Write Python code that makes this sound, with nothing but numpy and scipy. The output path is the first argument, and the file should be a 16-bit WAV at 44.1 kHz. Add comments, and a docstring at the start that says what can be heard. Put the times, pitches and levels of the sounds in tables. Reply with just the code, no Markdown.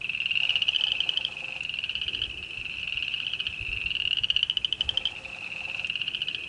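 """Chorus frogs call from a wet meadow at the edge of a wood. Each trill is a train of dry clicks, brief
resonances of the vocal sac, that climbs in pitch and slows. Grass and trunks scatter the clicks; behind
them are far frogs and a higher, diffuse wash of clicks. A faint low rattle comes twice; light wind bumps
the microphone over a distant rumble, a soft hiss, a faint hum and two small ticks."""
import sys
import numpy as np
from scipy import signal
from scipy.fft import rfft, irfft, next_fast_len
from scipy.io import wavfile
from scipy.ndimage import uniform_filter1d, map_coordinates

SR = 44100
rng = np.random.default_rng(int(sys.argv[2]) if len(sys.argv) > 2 else 0)


def inscribe(sig):
    """Save sig as 16-bit PCM at rate SR to the path in sys.argv[1].

    A 1-D sig is mono; a 2-D sig holds one channel per row.
    Samples are clipped to [-1, 1] before scaling.
    """
    pcm = np.round(np.clip(np.atleast_2d(sig).T, -1, 1) * 32767)
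    wavfile.write(sys.argv[1], SR, pcm.astype(np.int16))


N = 285768


def amp(db):
    """The decibel law: 20 dB is a factor of ten in amplitude."""
    return 10 ** (np.asarray(db) / 20)

def unit(x):
    """Normalisation to an rms of 1."""
    return x / np.sqrt(np.mean(x ** 2) + 1e-20)

def seconds(length):
    """Uniform sampling: the time axis of a sound."""
    return np.arange(int(length * SR)) / SR

def along(points, hz):
    """Interpolation of (f/Hz, value) points on a logarithmic frequency axis."""
    f, values = np.transpose(points)
    return np.interp(np.log(hz + 1), np.log(f + 1), values)

def curves(rows):
    """Linear interpolation in time: one curve for each column after t/s."""
    times, *columns = np.transpose(rows)
    return [np.interp(np.arange(N) / SR, times, column) for column in columns]

def wobble(rate):
    """Band-limited fluctuation: a spline through `rate` random knots a second."""
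    knots = rng.standard_normal(int(N * rate / SR) + 4)
    return map_coordinates(knots, [np.arange(N) * rate / SR])

def filtered(x, gain):
    """Zero-phase filtering: the spectrum is multiplied by gain(f)."""
    size = next_fast_len(N + 8192)
    return irfft(rfft(x, size) * gain(np.fft.rfftfreq(size, 1 / SR)), size)[:N]

def coloured(x, response):
    """Spectral shaping by a response of (f/Hz, gain/dB) points."""
    return filtered(x, lambda hz: amp(along(response, hz)))

def noise(spectrum):
    """Spectrally shaped Gaussian noise of rms 1."""
    return unit(coloured(rng.standard_normal(N), spectrum))

def add(track, s, sound):
    """Superposition of a sound on the track at time s."""
    start = round(s * SR)
    if 0 <= start < N:
        track[start:start + len(sound)] += sound[:N - start]

def swelling(t, peak_time, roundness):
    """A gamma envelope: power-law growth to 1 at peak_time, then exponential decay."""
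    return (t / peak_time * np.exp(1 - t / peak_time)) ** roundness


# Spectrum of the distant rumble and hiss: f/Hz, relative level/dB
FLOOR_SPECTRUM = [(15, -32.5), (40, -15.5), (110, -0.5), (200, -4.5), (320, -12.5), (700, -13), (1300, -16),
                  (2000, -15.5), (4000, -23.5), (6300, -25), (10000, -28.5)]
# Tones of the hum: f/Hz, rms level/dB
HUM_TONES = [(145.3, -65), (180.1, -67), (8002, -83)]
# Small ticks: t/s, relative level/dB
TICK_EVENTS = [(1.6337, -37), (5.8702, -37)]

def background(floor_db, tick_db):
    """Ambient noise: a steady floor, tones wavering in level and phase, and two damped noise bursts."""
    now, t = np.arange(N) / SR, seconds(.03)
    hum, ticks = np.zeros(N), np.zeros(N)
    for hz, db in HUM_TONES:
        amplitude = np.sqrt(2) * amp(db + 1.2 * wobble(3.9))
        hum += amplitude * np.sin(2 * np.pi * hz * now + 0.3 * wobble(6.4))
    for s, db in TICK_EVENTS:
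        add(ticks, s, amp(db + tick_db - 60 * t / .03))
    floor = amp(floor_db) * noise(FLOOR_SPECTRUM)
    return floor + hum + ticks * noise([(500, -11.5), (3500, -1.0), (9000, -10.5), (11000, -39)])


# Strength of the breeze's rumble and of the murmur of air: t/s, relative level/dB
RUMBLE_LEVELS = [(0.0, -61), (0.22, -63), (1.08, -58), (1.39, -62), (2.13, -53), (3.28, -60.5), (3.47, -60),
                 (3.75, -50), (4.0, -56.5), (4.71, -56), (4.91, -53.5), (5.34, -64), (5.9, -61.5),
                 (6.48, -63.5)]
AIR_LEVELS = [(0.0, -63.5), (0.05, -60.5), (0.14, -65.5), (0.92, -62.5), (0.99, -56), (2.02, -67.5),
              (2.09, -51), (3.07, -64), (3.72, -54.5), (4.44, -66.5), (4.78, -54), (5.94, -64), (6.12, -57),
              (6.48, -55)]
# Their spectra: f/Hz, relative level/dB
RUMBLE_SPECTRUM = [(10, -34.5), (25, -12), (45, 0), (75, 1.5), (120, -6.5), (200, -32.5), (400, -52)]
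AIR_SPECTRUM = [(120, -15), (250, -0.5), (350, 4.5), (500, -4), (900, -30.5)]
# Eddies striking the microphone: t/s, relative level/dB
EDDIES = [(2.041, -38), (2.202, -36), (2.26, -32.5), (2.575, -36), (2.789, -41.5), (2.94, -36.5),
          (3.478, -37), (3.598, -31.5), (3.679, -33), (3.739, -31), (3.837, -36), (4.03, -39), (4.2, -38),
          (4.32, -42.5), (4.844, -33.5), (4.909, -34.5)]

def wind(rumble_db, air_db, puff_db, puff_time, flutter_db):
    """Turbulence: a light breeze flutters, and single eddies bump the microphone with their pressure."""
    (rumble,), (air,) = curves(RUMBLE_LEVELS), curves(AIR_LEVELS)
    eddies, t = np.zeros(N), seconds(.25)
    for s, db in EDDIES:
        add(eddies, s, amp(db + puff_db) * swelling(t, puff_time, 2.9))
    breeze = amp(rumble + rumble_db + flutter_db * wobble(13))
    return (breeze + eddies) * noise(RUMBLE_SPECTRUM) + amp(air + air_db) * noise(AIR_SPECTRUM)


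# Runs of the rattle: first knock t/s, last knock t/s, relative level/dB
RATTLE_RUNS = [(0.418, 0.683, -44), (0.797, 1.189, -40), (1.283, 1.555, -41), (4.812, 5.254, -40.5),
               (5.289, 5.805, -41.5)]
# Modes of a knock: f/Hz, relative level/dB, decay time T60/s
KNOCK_MODES = [(524.7, -9.5, 0.27), (720, -3.5, 0.081), (821, 1.5, 0.052), (862, -6, 0.084),
               (1310, -14.5, 0.16), (1533, -14.5, 0.065)]
# Spectrum of the rasp: f/Hz, relative level/dB
RASP_SPECTRUM = [(300, -17), (700, 0.5), (1400, -5), (2000, -9), (4000, -8.5), (8000, -18.5), (10000, -30)]

def rattle(knock_gap_s, rasp_db):
    """Modal ringing: each hollow knock is a sum of damped modes; a soft rasp lies under each run."""
    knocks, t = np.zeros(N), seconds(.3)
    attack = 1 - np.exp(-t / 0.0061)
    now, in_run = np.arange(N) / SR, np.zeros(N)
    for first, last, db in RATTLE_RUNS:
        in_run[(now > first - .02) & (now < last + .06)] = 1  # the rasp leads and outlasts the knocks
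        for s in np.linspace(first, last, round((last - first) / knock_gap_s) + 1):
            ring = np.zeros(len(t))
            for (hz, level, t60), excess_db in zip(KNOCK_MODES, rng.normal(0, 2, len(KNOCK_MODES))):
                cycles = hz * rng.normal(1, 0.0098) * t + rng.random()
                ring += amp(level + excess_db - 60 * t / t60) * np.sin(2 * np.pi * cycles)
            add(knocks, s, amp(db + rng.normal(0, 2)) * ring * attack)
    running = uniform_filter1d(in_run, SR // 20)
    roughness = amp(3 * wobble(90))
    return knocks + amp(rasp_db) * roughness * running * noise(RASP_SPECTRUM)


def scatter(sound, first_s, spread_s, count):
    """Multipath reflection from tufts and stems: unit energy in all, later paths tending to be weaker."""
    delays = np.minimum(rng.exponential(spread_s, count), 6 * spread_s)
    gains = rng.standard_normal(count) * np.exp(-delays / (2 * spread_s))
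    paths = np.bincount(((first_s + delays) * SR).astype(int), gains / np.linalg.norm(gains))
    return signal.fftconvolve(sound, paths)


# Reverberation time of the wood: f/Hz, T60/s
WOOD_DECAY = [(1500, 0.73), (3000, 0.2), (6000, 0.23)]

def wood(x):
    """Diffuse reverberation among trunks: each quarter second of sound takes its own random paths."""
    echo, step = np.zeros(N), SR // 4
    for start in range(0, N, step):
        hz, t, spectra = signal.stft(rng.standard_normal(SR // 2), SR, nperseg=256)
        decay = amp(-60 * t / along(WOOD_DECAY, hz)[:, None])
        build_up = 1 - np.exp(-t / 0.0021)
        tail = signal.istft(spectra * decay * build_up, SR, nperseg=256)[1]
        add(echo, start / SR, signal.fftconvolve(x[start:start + step], tail / np.linalg.norm(tail)))
    return echo


# Side tones of the throat: ratio to the sac's frequency, relative level/dB
THROAT_TONES = [(0.449, -15), (0.562, -5), (1.39, -7.5), (1.55, -2.5)]

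def click(db, hz, swell_s, throat_db):
    """Resonance: the vocal sac swells within a few cycles and rings out; the throat rings with it."""
    t = seconds(.016)
    envelope = amp(db) * swelling(t, np.clip(swell_s, .0008, .0028), roundness=1.94)
    sac = envelope * np.sin(2 * np.pi * hz * t)
    octave = amp(-25) * envelope ** 2 * np.sin(4 * np.pi * hz * t)  # only while the sac swings widely
    throat = np.zeros(len(t))
    for ratio, level in THROAT_TONES:
        strength = amp(level + rng.normal(0, 1.5))
        cycles = ratio * hz * rng.normal(1, .02) * t + rng.random()
        throat += strength * np.sin(2 * np.pi * cycles)
    return sac + octave + amp(throat_db) * throat * swelling(t, peak_time=0.0013, roundness=2.03)


# Transfer function of the way across the meadow: f/Hz, relative gain/dB
MEADOW_RESPONSE = [(1500, -3.5), (2200, -5.5), (2550, -2), (2900, 0.5), (3400, -3.5), (4200, 2.5),
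                   (6000, -14)]

def blended_trills(start_hz, rise_hz, swell_s, wood_db, count):
    """Incoherent summation: trills, each swelling, rising and slowing, blend to an even level."""
    chorus = np.zeros(N)
    progress = np.linspace(0, 1, 20)
    for begin in np.linspace(-1, N / SR, count) + rng.uniform(-.1, .1, count):
        pitch = start_hz * (1 + rng.normal(0, 0.01))
        gaps = (.042 + .038 * progress) * rng.uniform(.85, 1.15)
        for s, share in zip(begin + np.cumsum(gaps), progress):
            db = 4 * np.sin(np.pi * share) + rng.normal(0, 1.4)
            pulse = click(db, pitch + rise_hz * share ** 2, swell_s, throat_db=-20.5)
            add(chorus, s, scatter(pulse, first_s=0, spread_s=.01, count=8))
    chorus = unit(coloured(chorus + amp(wood_db) * wood(chorus), MEADOW_RESPONSE))
    local_power = np.abs(uniform_filter1d(chorus ** 2, SR // 16))
    return chorus / np.sqrt(local_power + 1e-3)


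# Strength behind the calls: t/s, relative level/dB of the far frogs and of the higher wash of clicks
BACKDROP_LEVELS = [(0.0, -46, -47.5), (0.49, -35, -43), (1.08, -37.5, -39), (1.39, -42.5, -45),
                   (1.66, -41, -51.5), (2.06, -39.5, -35.5), (2.49, -41.5, -43.5), (3.03, -36, -41.5),
                   (3.32, -39, -37.5), (3.52, -37.5, -45), (3.81, -37, -52), (4.06, -48, -46.5),
                   (4.37, -51, -40.5), (4.55, -47, -50), (5.43, -40, -55.5), (5.7, -39.5, -53.5),
                   (6.14, -39.5, -40), (6.48, -38, -44.5)]

def far_frogs_and_wash(wash_db):
    """Amplitude modulation: far frogs and a higher, diffuse wash of clicks each swell and fade."""
    far_level, wash_level = curves(BACKDROP_LEVELS)
    far = blended_trills(start_hz=2561.5, rise_hz=166, swell_s=0.0021, wood_db=-4.5, count=18)
    wash = blended_trills(start_hz=2870, rise_hz=302, swell_s=0.0018, wood_db=-6.0, count=14)
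    return amp(far_level) * far + amp(wash_level + wash_db) * wash


def trill(start, end, count, slow_gap, last_gap, first_db, crest_db, last_db, first_hz, last_hz):
    """A modulated pulse train that swells, climbs and slows: rows of t/s, level/dB, f/Hz, progress."""
    progress = np.linspace(0, 1, round(count))
    gap_progress = np.linspace(0, 1, round(count) - 1)
    gaps = np.interp(gap_progress, [0, .52, .87, 1], [.81, 1, slow_gap, last_gap])
    times = start + (end - start) * np.append(0, np.cumsum(gaps)) / gaps.sum()
    levels = np.interp(progress, [0, .55, 1], [first_db, crest_db, last_db])
    pitches = first_hz + (last_hz - first_hz) * progress ** 1.27
    return list(zip(times, levels, pitches, progress))


# Trills: first and last t/s, number of clicks, slow and last gap (ratios to the middle gap),
# first, crest and last relative level/dB, first and last f/Hz
NEAR_TRILLS = [(0.0137, 0.8683, 18, 1.36, 1.24, -29, -14, -19, 2536, 3038),
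               (0.0436, 1.2491, 19, 1.393, 1.203, -18.5, -10, -12.5, 2716, 3127),
               (1.368, 2.2167, 18, 1.43, 1.51, -27, -18, -17, 2600, 3020),
               (2.533, 3.467, 19, 1.41, 1.36, -28, -18.5, -17.5, 2655, 2970),
               (3.611, 4.4303, 17, 1.47, 1.27, -27.5, -16, -15.5, 2670, 2970),
               (3.669, 5.0536, 23, 1.44, 1.39, -26, -10.5, -13.5, 2725, 3142),
               (5.013, 5.444, 6, 1.18, 1.12, -33, -29.5, -30, 2480, 2576),
               (5.4342, 6.3465, 18, 1.4, 1.234, -28.5, -16.5, -18.5, 2554, 3040)]
# Clicks outside the trills: t/s, relative level/dB, f/Hz
SINGLE_CLICKS = [(0.882, -18.5, 3060), (0.9513, -20, 2650), (1.035, -22, 2690), (1.1366, -21.5, 2800),
                 (1.2092, -21.5, 2770), (2.237, -19.5, 3063), (2.4267, -27.5, 2790), (4.3914, -19.5, 2840),
                 (5.071, -19.5, 3156)]
# Scattering strength of the grass: f/Hz, gain/dB
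GRASS_RESPONSE = [(1500, 3), (2600, 3), (3000, -3.5), (3350, 4.5), (3800, 4.5), (6000, -17)]

def near_frogs(ground_db, grass_db, wood_db, distance_slope):
    """Multipath propagation: clicks arrive directly, off the ground and by way of grass and trunks."""
    clear, grass = np.zeros(N), np.zeros(N)
    clicks = [row for call in NEAR_TRILLS for row in trill(*call)]
    clicks += [(*row, 0.43) for row in SINGLE_CLICKS]  # voiced as if 43 % into a trill
    loudest = max(row[1] for row in clicks)
    variations = rng.standard_normal((len(clicks), 3))
    for (s, db, hz, progress), (louder, higher, longer) in zip(clicks, variations):
        swell_s = (0.0016 + 0.0002 * progress) * np.exp(.15 * longer)
        throat_db = -38.5 + 0.35 * db + 10 * progress  # the throat gains as the trill goes on
        pulse = click(db + 0.67 * louder, hz * (1 + 0.011 * higher), swell_s, throat_db)
        farness = amp(distance_slope * min(loudest - db, 8))  # quieter: farther and more scattered
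        add(clear, s, pulse)
        add(clear, s, farness * amp(ground_db) * scatter(pulse, first_s=.0035, spread_s=.002, count=3))
        add(grass, s, farness * amp(grass_db) * scatter(pulse, first_s=.009, spread_s=.012, count=12))
    return clear + coloured(grass + amp(wood_db) * wood(grass), GRASS_RESPONSE)


# Colour of the calls, with a dip near 1950 Hz and lifts near 3700 and 6100 Hz: f/Hz, gain/dB
VOICE_RESPONSE = [(1700, 2), (1950, -6.5), (2350, 0.5), (3000, 0.5), (3420, 3), (3680, 4), (3950, 0.5),
                  (4800, -2), (5350, 0.5), (6100, 8), (7000, -8)]

def frogs():
    """Source and filter: near calls, far calls and the wash share one spectral envelope."""
    near = near_frogs(ground_db=-11, grass_db=-17.5, wood_db=-4, distance_slope=0.8)
    return coloured(near + far_frogs_and_wash(wash_db=-2), VOICE_RESPONSE)


def scene():
    """Linear superposition: the frogs over the quiet sounds of the meadow, in one channel."""
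    calls = frogs()
    breeze = wind(rumble_db=0.5, air_db=-1.5, puff_db=-6.5, puff_time=0.018, flutter_db=3.0)
    knocks = rattle(knock_gap_s=.0655, rasp_db=-55)
    return (calls + knocks + breeze + background(floor_db=-53.0, tick_db=-2.5))[None]

def record(dry):
    """Band limiting: the camera acts as an ideal low-pass filter."""
    return filtered(dry[0], lambda hz: hz < 10150)[None]


dry = scene()
out = record(dry)
inscribe(out)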